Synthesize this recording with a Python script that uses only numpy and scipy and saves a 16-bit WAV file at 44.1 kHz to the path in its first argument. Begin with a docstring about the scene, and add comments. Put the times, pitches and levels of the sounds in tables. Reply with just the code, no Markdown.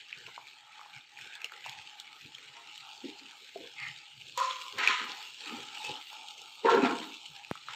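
"""A wide pot of rice hisses and sizzles on a gas burner throughout: coloured noise in tiny bursts over a roar.
From the start, fruit scattered by hand ticks as short rings with cracks, and wood is dragged as jolted modes.
Near the middle a dish rim squeaks, then the plastic dish is put down and slid: chattering modes, then a rasp.
Later the wood is knocked hard, ringing on two modes at a time; near the end a finger bumps the phone.
A hard kitchen answers; the phone's noise suppressor pushes steady sound down, so that it breaks into patches."""
import sys
import numpy as np
from scipy import signal
from scipy.fft import rfft, irfft, next_fast_len
from scipy.io import wavfile
from scipy.ndimage import uniform_filter1d, minimum_filter1d, map_coordinates

SR = 44100
rng = np.random.default_rng(int(sys.argv[2]) if len(sys.argv) > 2 else 0)


def how_loud(loudness_db):
    """Turn decibels into a plain amplitude multiplier (0 dB gives 1, 20 dB gives 10)."""
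    steps = np.asarray(loudness_db, float) / 20
    return 10 ** steps


def inscribe(sig):
    """Save sig as 16-bit PCM at rate SR to the path in sys.argv[1].

    A 1-D sig is mono; a 2-D sig holds one channel per row.
    Samples are clipped to [-1, 1] before scaling.
    """
    pcm = np.round(np.clip(np.atleast_2d(sig).T, -1, 1) * 32767)
    wavfile.write(sys.argv[1], SR, pcm.astype(np.int16))


N = 341775  # length in samples

# Ticks of fruit, nails and spitting fat.
# Each row: start in seconds, ring level in dB, ring pitch in Hz, crack level in dB before its colour.
TICKS = [(0.128, -30, 2480, -54), (0.186, -49, 3020, -44), (0.264, -38, 2680, -66),
         (0.3785, -34.5, 960, -60), (0.47, -43, 2400, -45), (0.484, -40.5, 3340, -60),
         (0.7939, -43, 1120, -60), (0.813, -42.5, 1230, -48.5), (0.8598, -46, 1000, -51),
         (1.009, -44, 3630, -60), (1.1729, -37.5, 2500, -72), (1.1887, -41.5, 1900, -46),
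         (1.2116, -35, 2550, -39), (1.3324, -38.5, 2560, -51), (1.353, -35, 3480, -38),
         (1.4174, -35, 2520, -40), (1.4443, -25, 2810, -28), (1.5207, -38, 1370, -39.5),
         (1.6622, -35, 892, -35.5), (1.695, -36, 3270, -34), (1.669, -36, 2680, -46),
         (1.7186, -52, 3500, -46), (1.7963, -46, 2680, -59), (1.873, -39, 2730, -70),
         (1.9997, -35.5, 3390, -33), (2.3496, -34, 3220, -41), (2.3836, -40, 2340, -41.5),
         (2.7784, -37, 2940, -39), (3.888, -37, 3020, -70), (4.376, -36, 1020, -24),
         (4.4015, -27.5, 1120, -30), (4.5101, -27.5, 3370, -55), (4.785, -32, 1020, -29.5),
         (4.8364, -27, 2020, -49), (4.8747, -11, 2500, -24), (5.7725, -32.5, 2900, -48),
         (5.8483, -40, 2520, -34), (5.9554, -32, 3350, -52), (6.099, -42, 3260, -52),
         (6.1295, -43, 890, -36.5), (6.4173, -40, 3480, -37), (6.6964, -21, 890, -33.5),
         (6.7376, -31, 1330, -39), (6.75, -34, 4030, -34), (7.5545, -38, 1270, -39.5),
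         (7.6852, -32, 1300, -47)]
# Colour of a tick's sharp edge. Each row: frequency in Hz, gain in dB.
CRACK_COLOUR = [(2500, -13), (4500, 9), (8000, -1), (9300, -16), (11300, -19), (12800, -9), (15600, -23),
                (16600, -27)]
# The dish rings as it lands or is jolted. Each row: time of the peak in seconds, level in dB, fade in seconds.
DISH_RINGS = [(4.41, -28, 0.31), (4.5, -37, 0.18), (4.59, -46.5, 1.3), (4.786, -48.5, 1.1),
              (4.904, -39, 0.16)]
# The dish rattles. Each row: time of the peak in seconds, level in dB, fade in seconds.
DISH_RATTLES = [(4.376, -37, 0.68), (4.43, -48, 0.53), (4.5, -59, 0.36)]
# The dish slides and rustles.
# Each row: time of the peak in seconds, level in dB, fade in seconds, middle of the rasp in Hz.
SLIDES = [(4.787, -29, 0.77, 1990), (4.835, -28.5, 0.24, 2000), (4.887, -25, 0.1, 2150),
          (4.909, -32, 0.89, 2180), (5.45, -51.5, 1.7, 2830), (5.712, -63, 0.46, 2950),
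          (5.775, -44.5, 0.039, 2800), (5.82, -52, 1.3, 2700), (6.658, -32, .15, 2700),
          (6.702, -28.5, 0.43, 2200), (6.84, -33, 0.3, 1950), (7.02, -42.5, 0.19, 2850),
          (7.69, -44.5, 2.5, 2450)]
# Short squeaky scrapes of the dish rim. Each row: time of the peak in seconds, level in dB, fade in seconds.
SQUEAKS = [(3.786, -38.5, 0.31), (3.83, -43, 0.17), (3.868, -45, 0.15)]
# The squeak slips from the rim's upper modes to its lower: begin and end in seconds.
SQUEAK_SINKS_S = (3.78, 3.92)
# Resonances of the dish. Each row: pitch in Hz, width in Hz, relative level in dB (width and level of one pass).
DISH_MODES = [(520, 62, -4.5), (1020, 79, 4), (1244, 175, -1.5), (1414, 50, -0.5)]
# Resonances of the dish rim. Each row: pitch in Hz, width in Hz, relative level in dB, for one pass.
RIM_MODES = [(1870, 240, 1), (2100, 80, 0.5), (2520, 280, -4)]
# Colour of the sliding rasp. 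Each row: frequency in Hz, relative level in dB.
RASP_COLOUR = [(350, -56), (600, -53), (906, -27.5), (997, 11), (1140, -22), (1240, 7), (1350, -1),
               (2310, -1.5), (4050, -6), (7210, -15.5), (9240, -41.5), (13200, -46), (16000, -59)]
# Blunt knocks that ring on two modes. Each row: start in seconds, level in dB, lower mode in Hz,
# upper mode in Hz, upper mode in dB against the lower, time to fall by 60 dB in seconds.
KNOCKS = [(3.04, -39.5, 273, 391, -3.5, 0.24), (3.085, -36, 300, 408, -1.5, 0.077),
          (3.557, -29, 410, 672, 1.5, 0.048), (3.605, -40, 312, 520, -1.5, 0.07),
          (4.374, -34, 520, 992, 10.5, 0.14), (4.402, -35, 536, 1025, 9.5, 0.21),
          (5.843, -34.5, 2610, 3040, -9, 0.24), (6.647, -13.5, 464, 920, -2, 0.063),
          (6.70, -28, 473, 924, -4, 0.11), (6.738, -14.5, 396, 1367, -9, 0.066),
          (6.785, -22.5, 309, 915, -4, 0.07), (6.83, -16.5, 250, 907, -8, 0.093)]
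# Wood dragged or bumped. Each row: time of the peak in seconds, level in dB at the pitch where it speaks,
# that pitch in Hz, fade in seconds.
DRAGS = [(.16, -69, 450, 0.55), (0.209, -60, 450, 0.096), (0.282, -42, 700, 0.076),
         (1.264, -59.5, 440, 0.089), (1.36, -62, 900, 0.55), (1.451, -47.5, 613, 0.054),
         (1.528, -63, 450, 0.23), (2.25, -54, 312, 0.25), (2.39, -59, 520, 0.65), (2.544, -66, 260, 0.28),
         (2.56, -54, 900, 0.4), (3.045, -38.5, 245, 0.22), (3.22, -59, 270, 0.4), (3.326, -68, 900, 0.052),
         (3.414, -66, 450, 0.51), (3.562, -49, 460, 0.37), (3.602, -55, 270, 0.11),
         (3.648, -42.5, 520, 0.076), (4.741, -49, 395, 0.54), (4.791, -40.5, 670, 0.98),
         (4.898, -46, 900, 0.11), (4.899, -52, 270, 0.15), (5.017, -45, 307, 0.26), (5.09, -54, 297, .25),
         (5.415, -57, 417, 0.27), (5.47, -46, 238, 0.67), (5.52, -40, 250, 0.2), (5.585, -46, 520, 0.17),
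         (5.845, -56, 434, 0.27), (5.898, -40, 378, 0.15), (5.96, -58, 280, 0.17), (6.17, -65.5, 338, 0.73),
         (6.652, -23, 417, .15), (6.672, -23, 900, .6), (6.718, -23, 460, 0.45), (6.834, -26.5, 261, 0.28),
         (6.85, -34.5, 900, 0.55), (6.9, -33.5, 252, 0.32), (6.77, -32, 302, 0.41), (6.93, -53, 455, 0.3),
         (7.0, -43, 258, 0.28), (7.07, -58, 300, 0.34), (7.12, -62, 300, 0.13)]
# Resonances of the wood. Each row: pitch in Hz, width in Hz, relative level in dB, for one pass.
WOOD_MODES = [(236.8, 46, -4), (274, 20, 4), (315, 104, -2.5), (396, 62, -1), (482.4, 59, -0.5),
              (535.4, 43, -2), (689, 33, 1), (920, 52, 3.5), (1080, 82, -0.5), (1367, 65, 1),
              (1680, 280, -5)]
# Middle of the wood's deep, box and upper modes, in Hz.
WOOD_MIDDLES_HZ = (270, 441, 900)
# A finger bumps the phone. Each row: start in seconds, level of the spike in dB.
BUMPS = [(7.5128, -15.5)]
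# The casing swings back after the bump: pitch in Hz, time to fall by 60 dB in seconds, dB against the spike.
CASING = (152, 0.015, -4)
# Level of the stove as heard: the phone's suppressor lets more roar through during loud knocks and slides.
# Each row: time in seconds, sizzle in dB, roar let through in dB, dull steam in dB.
STOVE_AS_HEARD = [(0, -52, -63, -57), (.3, -50.5, -66, -57.5), (.56, -54.5, -63.5, -60.5),
                  (.97, -53, -62, -57), (1.06, -57, -74, -64), (1.15, -54.5, -65, -61),
                  (1.2, -48.5, -60, -56.5), (1.45, -54.5, -61.5, -53.5), (1.62, -50.5, -63, -55),
                  (1.69, -49.5, -56, -50), (1.83, -49.5, -59.5, -57.5), (1.92, -52, -61.5, -59.5),
                  (2.5, -50.5, -63, -57), (2.75, -48.5, -63, -61.5), (2.87, -49, -58.5, -64.5),
                  (3.0, -48.5, -59, -60), (3.2, -49, -58.5, -63.5), (3.5, -49.5, -62, -57.5),
                  (3.74, -49.5, -66, -59), (3.87, -46, -55.5, -55.5), (4.08, -51.5, -73, -60.5),
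                  (4.36, -48.5, -64, -66.5), (4.5, -44, -62, -48), (4.66, -44, -69, -63),
                  (4.85, -44, -49, -50), (5.2, -43, -54.5, -65), (5.35, -45, -71, -62),
                  (5.5, -41.5, -50, -53), (5.7, -43.5, -58.5, -56.5), (5.85, -40.5, -51.5, -64.5),
                  (6.0, -44.5, -53, -65), (6.07, -45.5, -71, -59), (6.13, -45, -53, -62),
                  (6.33, -46.5, -63, -72), (6.45, -47, -59, -68), (6.62, -47, -57.5, -73),
                  (6.84, -42, -32.5, -42), (7.0, -43.5, -57.5, -66.5), (7.45, -50, -62.5, -66),
                  (7.75, -47, -57, -60)]
# Colour of the sizzle. Each row: frequency in Hz, relative level in dB.
SIZZLE_COLOUR = [(1700, -51), (2200, -11.5), (2400, -5.5), (2900, 0.5), (3590, -2.5), (4550, -6),
                 (5000, -2.5), (5600, -14), (6100, -10), (6600, -13), (7570, -14.5), (8600, -21.5),
                 (9200, -38), (12400, -40)]
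# Colour of the high spatter. Each row: frequency in Hz, relative level in dB.
SPATTER_COLOUR = [(8000, -34), (9000, -20), (9470, -6), (11200, -17), (12500, 7), (14000, -9), (15300, 2),
                  (15700, -20), (15900, -26)]
# Hollow resonances of the flame under the pot: the roar, then its overtone.
# Each row: pitch in Hz, width in Hz for one pass, level in dB (evened out, as each is scaled alone).
FLAME_MODES = [(842.5, 125, 0.5), (1281, 240, 0)]
# Resonances of the low hum. Each row: pitch in Hz, width in Hz, relative level in dB, for one pass.
HUM_MODES = [(143.7, 59, 2.5), (75, 125, -6.5)]
# The low hum swells briefly. Each row: time of the peak in seconds, level in dB, fade in seconds.
HUM_SWELLS = [(.17, -69, 0.37), (.27, -59, 0.11), (.39, -71, 0.25), (.97, -64, 0.086), (1.23, -68, 0.12),
              (1.69, -63, .2), (1.79, -62, .2), (2.25, -59, 0.18), (2.36, -72, 0.22), (2.5, -73, 0.43),
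              (2.8, -80, 0.46), (3.06, -78, .5), (3.6, -70, 0.35), (3.83, -61, 0.27), (3.89, -50, 0.11),
              (3.97, -71, 0.12), (4.17, -60, .4), (4.33, -66, 0.18), (4.77, -55.5, 0.1), (5.33, -73, 0.23),
              (5.58, -60.5, 0.29), (5.91, -54.5, 0.067), (6.71, -55, 0.56), (6.86, -57, 0.22),
              (7.31, -64, 0.28), (7.51, -65, 0.36), (7.7, -70, 0.41)]
# Echo of the kitchen. Each row: frequency in Hz, time to fall by 60 dB in seconds.
KITCHEN = [(200, 0.18), (1000, 0.26), (3000, 0.13), (10000, 0.11)]
# Dips of the microphone port. Each row: frequency in Hz, half width in Hz, depth in dB.
NOTCHES = [(4970, 130, -16), (6080, 150, -9)]


def unit(x):
    """Scaled to rms 1."""
    return x / np.sqrt(np.mean(x ** 2) + 1e-20)


def along(points, hz):
    """Joins (Hz, value) points on a log frequency axis."""
    f, v = np.transpose(points)
    return np.interp(np.log(hz + 1), np.log(f + 1), v)


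def curves(rows):
    """One value per sample for each column after the time."""
    s, *columns = np.transpose(rows)
    return [np.interp(np.arange(N) / SR, s, column) for column in columns]


def filtered(x, response):
    """Shapes the spectrum of x by a complex response of frequency."""
    m = next_fast_len(N + SR // 2)
    return irfft(rfft(x, m) * response(np.fft.rfftfreq(m, 1 / SR)), m)[:N]


def coloured(x, points):
    """Shapes the spectrum of x by (Hz, dB) points."""
    return filtered(x, lambda f: how_loud(along(points, f)))


def resonances(modes):
    """Causal response of (Hz, width, dB) modes, with signs that alternate."""
    def response(f):
        return sum((-1) ** k * how_loud(db) * 1j * f * width / (hz * hz - f * f + 1j * f * width)
                   for k, (hz, width, db) in enumerate(modes))
    return response


def tuned(x, modes):
    """Passes x through the modes twice, for dark valleys between them; rms 1."""
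    return unit(filtered(x, lambda f: resonances(modes)(f) ** 2))


def grains(per_s, spread_db, hiss, puff_s=0.00084):
    """Random short puffs of uneven but bounded size on a bed of noise, rms 1."""
    timing, luck = rng.random((2, N))
    size = how_loud(-spread_db * np.log(luck + 1 / 30))
    hits = (timing < per_s / SR) * size
    puffs = signal.lfilter([1], [1, -np.exp(-1 / (puff_s * SR))], hits)
    return unit(np.hypot(unit(puffs), hiss) * rng.standard_normal(N))


def patchy(x, depth_db):
    """Narrow bands swell and fade on their own over about a tenth of a second; rms 1."""
    z = signal.stft(x, nperseg=512)[2]
    field = uniform_filter1d(rng.standard_normal(z.shape), size=3, axis=0)
    field = uniform_filter1d(field, size=18, axis=1)
    return unit(signal.istft(z * how_loud(depth_db * unit(field)), nperseg=512)[1][:N])


def strokes(rows, rise_s):
    """Sum of (s, peak dB, fade s) swells: up 60 dB in rise_s, down 60 dB in the fade."""
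    out = np.zeros(N)
    for s, db, fade in rows:
        start = max(round((s - rise_s) * SR), 0)
        t = np.arange(start, min(round((s + fade) * SR), N)) / SR - s
        out[start:start + len(t)] += how_loud(db - 60 * np.maximum(-t / rise_s, t / fade))
    return out


def wobble(rate):
    """A smooth random curve through rate random points a second."""
    return map_coordinates(rng.standard_normal(400), [np.arange(N) * rate / SR])


def ticks():
    """A hard touch starts a short ring, loudest in its first cycles, with a noisy body and a sharper crack."""
    click_db, click_cycles, contact_s = 5, 10, .0003
    rings, cracks, t = np.zeros(N + SR), np.zeros(N + SR), np.arange(SR // 8) / SR
    noise = rng.standard_normal((len(TICKS), 2, len(t)))
    for (s, db, hz, crack_db), (soft, sharp) in zip(TICKS, noise):
        t60 = 0.022 * (1000 / hz) ** 0.23  # seconds; higher ticks die sooner
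        fade = how_loud(-60 * t / t60) + how_loud(click_db - 60 * t * hz / click_cycles)
        ring = np.sin(2 * np.pi * hz * t) * fade * (1 - np.exp(-t / contact_s))
        band = signal.butter(2, [0.81 * hz, min(1.13 * hz, 9000)], "band", fs=SR)
        body = signal.lfilter(*band, soft) * how_loud(4.0 - 50 * t / t60)
        start = round(s * SR)
        rings[start:][:len(t)] += how_loud(db) * (ring + body)
        cracks[start:][:len(t)] += how_loud(crack_db - 60 * t / 0.012) * sharp
    thin_rings = filtered(rings[:N], lambda f: (1j * f / (450 + 1j * f)) ** 2)  # less bass
    return thin_rings + coloured(cracks[:N], CRACK_COLOUR)


def dish():
    """Chatter makes the dish rim squeak, and later sets the dish ringing as it lands; sliding makes a rasp of
    dense grains."""
    chatter = grains(per_s=250, spread_db=2.5, hiss=1.3)
    ring = strokes(DISH_RINGS, rise_s=0.089) * tuned(chatter, DISH_MODES)
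    clatter = filtered(chatter, lambda f: how_loud(along(RASP_COLOUR, f)) * (f / 3000) ** 0.69)
    rattle = strokes(DISH_RATTLES, rise_s=0.02) * unit(clatter)

    rasp = coloured(grains(per_s=750, spread_db=1.0, hiss=1.4), RASP_COLOUR)
    low, high = (unit(filtered(rasp, resonances([(hz, 1300, 0)]))) for hz in (1900, 3100))
    middle_hz, = curves([(row[0], row[-1]) for row in SLIDES])
    up = np.clip((middle_hz - 1900) / 1200, 0, 1)  # share of the brighter rasp
    scrape = 0.52 * unit(rasp) + 0.29 * (np.sqrt(1 - up) * low + np.sqrt(up) * high)
    slide = strokes([row[:-1] for row in SLIDES], rise_s=0.043) * scrape

    sunk = np.interp(np.arange(N) / SR, SQUEAK_SINKS_S, (0, 1))
    upper, lower = tuned(chatter, RIM_MODES[1:]), tuned(chatter, RIM_MODES[:-1])
    squeak = strokes(SQUEAKS, rise_s=.05) * (np.sqrt(1 - sunk) * upper + np.sqrt(sunk) * lower)
    return squeak + ring + rattle + slide


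def knocks():
    """A soft contact swells for a few milliseconds, then both modes die away."""
    out, t = np.zeros(N + SR), np.arange(SR // 3) / SR
    for s, db, low_hz, high_hz, high_db, t60 in KNOCKS:
        ring = np.sin(2 * np.pi * low_hz * t) + how_loud(high_db) * np.sin(2 * np.pi * high_hz * t)
        out[round(s * SR):][:len(t)] += how_loud(db - 60 * t / t60) * (1 - np.exp(-t / 0.0041)) * ring
    return out[:N]


def wood():
    """Stick-slip jolts shake a wooden frame; where it is pushed decides which modes speak."""
    jolts = grains(per_s=200, spread_db=3, hiss=1.1)
    out = np.zeros(N)
    for middle_hz, (low, high) in zip(WOOD_MIDDLES_HZ, [(0, 340), (340, 620), (620, 2000)]):
        modes = [mode for mode in WOOD_MODES if low <= mode[0] < high]
        # a group of modes speaks 19.5 dB softer for each octave away from the push
        pushes = [(s, db - 19.5 * abs(np.log2(middle_hz / hz)), fade) for s, db, hz, fade in DRAGS]
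        out += strokes(pushes, rise_s=.035) * tuned(jolts, modes)
    return out


def bump():
    """A sharp inward spike, then a slower swing back of the casing."""
    out, t = np.zeros(N), np.arange(SR // 20) / SR
    hz, t60, swing_db = CASING
    for s, db in BUMPS:
        spike = -(t / 0.00013) * np.exp(1 - t / 0.00013)
        swing = how_loud(swing_db - 60 * t / t60) * np.sin(2 * np.pi * hz * t + 0.39) * (1 - np.exp(-t / .0003))
        out[round(s * SR):][:len(t)] = how_loud(db) * (spike + swing)
    return out


def stove():
    """Fat fizzes in tiny bursts over the steam; the flame roars in the hollow under the pot."""
    sizzle_db, roar_db, steam_db = curves(STOVE_AS_HEARD)
    flutter_db = 2.5  # flame and spatter flutter
    bursts = grains(per_s=260, spread_db=2.8, hiss=1.2, puff_s=0.001)
    fizz = patchy(coloured(bursts, SIZZLE_COLOUR), depth_db=1.5)
    steam = patchy(tuned(bursts, [(1470, 360, -1.2), (2310, 1080, -0.83)]), depth_db=3.5)
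    spits = grains(per_s=30, spread_db=2.5, hiss=2.1, puff_s=.004)
    spatter = unit(coloured(spits + 0.52 * bursts, SPATTER_COLOUR))
    rumble = how_loud(2.6 * wobble(10)) * tuned(rng.standard_normal(N), [(45, 55, 0)])
    # spatter and rumble lie under the sizzle and follow its level
    hiss = fizz + how_loud(-30.5 + flutter_db * wobble(10)) * spatter + how_loud(-38) * rumble

    roar, overtone = (patchy(tuned(rng.standard_normal(N), [mode]), depth_db=2.5) for mode in FLAME_MODES)
    flame = how_loud(roar_db + flutter_db * wobble(12)) * roar
    flame += how_loud(roar_db - 3.5 + flutter_db * wobble(12)) * overtone
    murmur = patchy(tuned(rng.standard_normal(N), [(343, 320, 0)]), depth_db=3.0)
    murmur *= how_loud(-73 + 0.62 * (sizzle_db - sizzle_db.mean()))  # dull and low, rising with the sizzle
    hum = tuned(rng.standard_normal(N), HUM_MODES)
    hum *= how_loud(-83.5) + strokes(HUM_SWELLS, rise_s=0.15)
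    return how_loud(sizzle_db) * hiss + how_loud(steam_db) * steam + flame + murmur + hum


def kitchen(x):
    """Hard walls answer after a short wait; each frequency dies at its own speed."""
    hz, t, z = signal.stft(rng.standard_normal(SR // 2), SR, nperseg=256)
    fading = z * how_loud(-60 * t / along(KITCHEN, hz)[:, None])
    tail = signal.istft(fading, SR, nperseg=256)[1]
    return signal.fftconvolve(np.pad(x, (300, 0)), tail / np.linalg.norm(tail))[:N]


def scene():
    """Adds the sources; the ticks, and more faintly the dish, wood and knocks, also sound in the room."""
    near = ticks()
    far = dish() + knocks() + wood()
    room = kitchen(how_loud(-9.5) * near + how_loud(-13.0) * far)
    return (near + far + bump() + stove() + room)[None]


def suppressor(x, over_db, depth_db):
    """Bands close to their own quiet level are turned down, so the hiss breaks into patches."""
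    z = signal.stft(x, nperseg=512)[2]
    power = uniform_filter1d(np.abs(z) ** 2, size=4, axis=1)
    power = uniform_filter1d(power, size=6, axis=2)
    quiet = uniform_filter1d(minimum_filter1d(power, size=90, axis=2), size=90, axis=2)
    gain = 1 - how_loud(2 * over_db) * quiet / (np.abs(power) + 1e-18)
    gain = np.maximum(gain, how_loud(depth_db))
    return signal.istft(z * gain, nperseg=512)[1][:, :N]


def top_cut(x):
    """Nothing passes above the cut-off."""
    return signal.sosfilt(signal.butter(12, 16510, fs=SR, output="sos"), x)


def record(dry):
    """The microphone cuts bass, dips at two pitches and dulls the very top; then the noise suppressor works."""
    heard = signal.sosfilt(signal.butter(2, 80, "high", fs=SR, output="sos"), dry)

    def microphone(f):
        dips_db = sum(db / (1 + ((f - hz) / width) ** 2) for hz, width, db in NOTCHES)
        return np.where(f < 15750, 1, how_loud(-26)) * how_loud(dips_db)

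    heard = filtered(heard[0], microphone)[None]
    heard = suppressor(heard, over_db=-1.0, depth_db=-4.5)
    return top_cut(heard)


dry = scene()
out = record(dry)
inscribe(out)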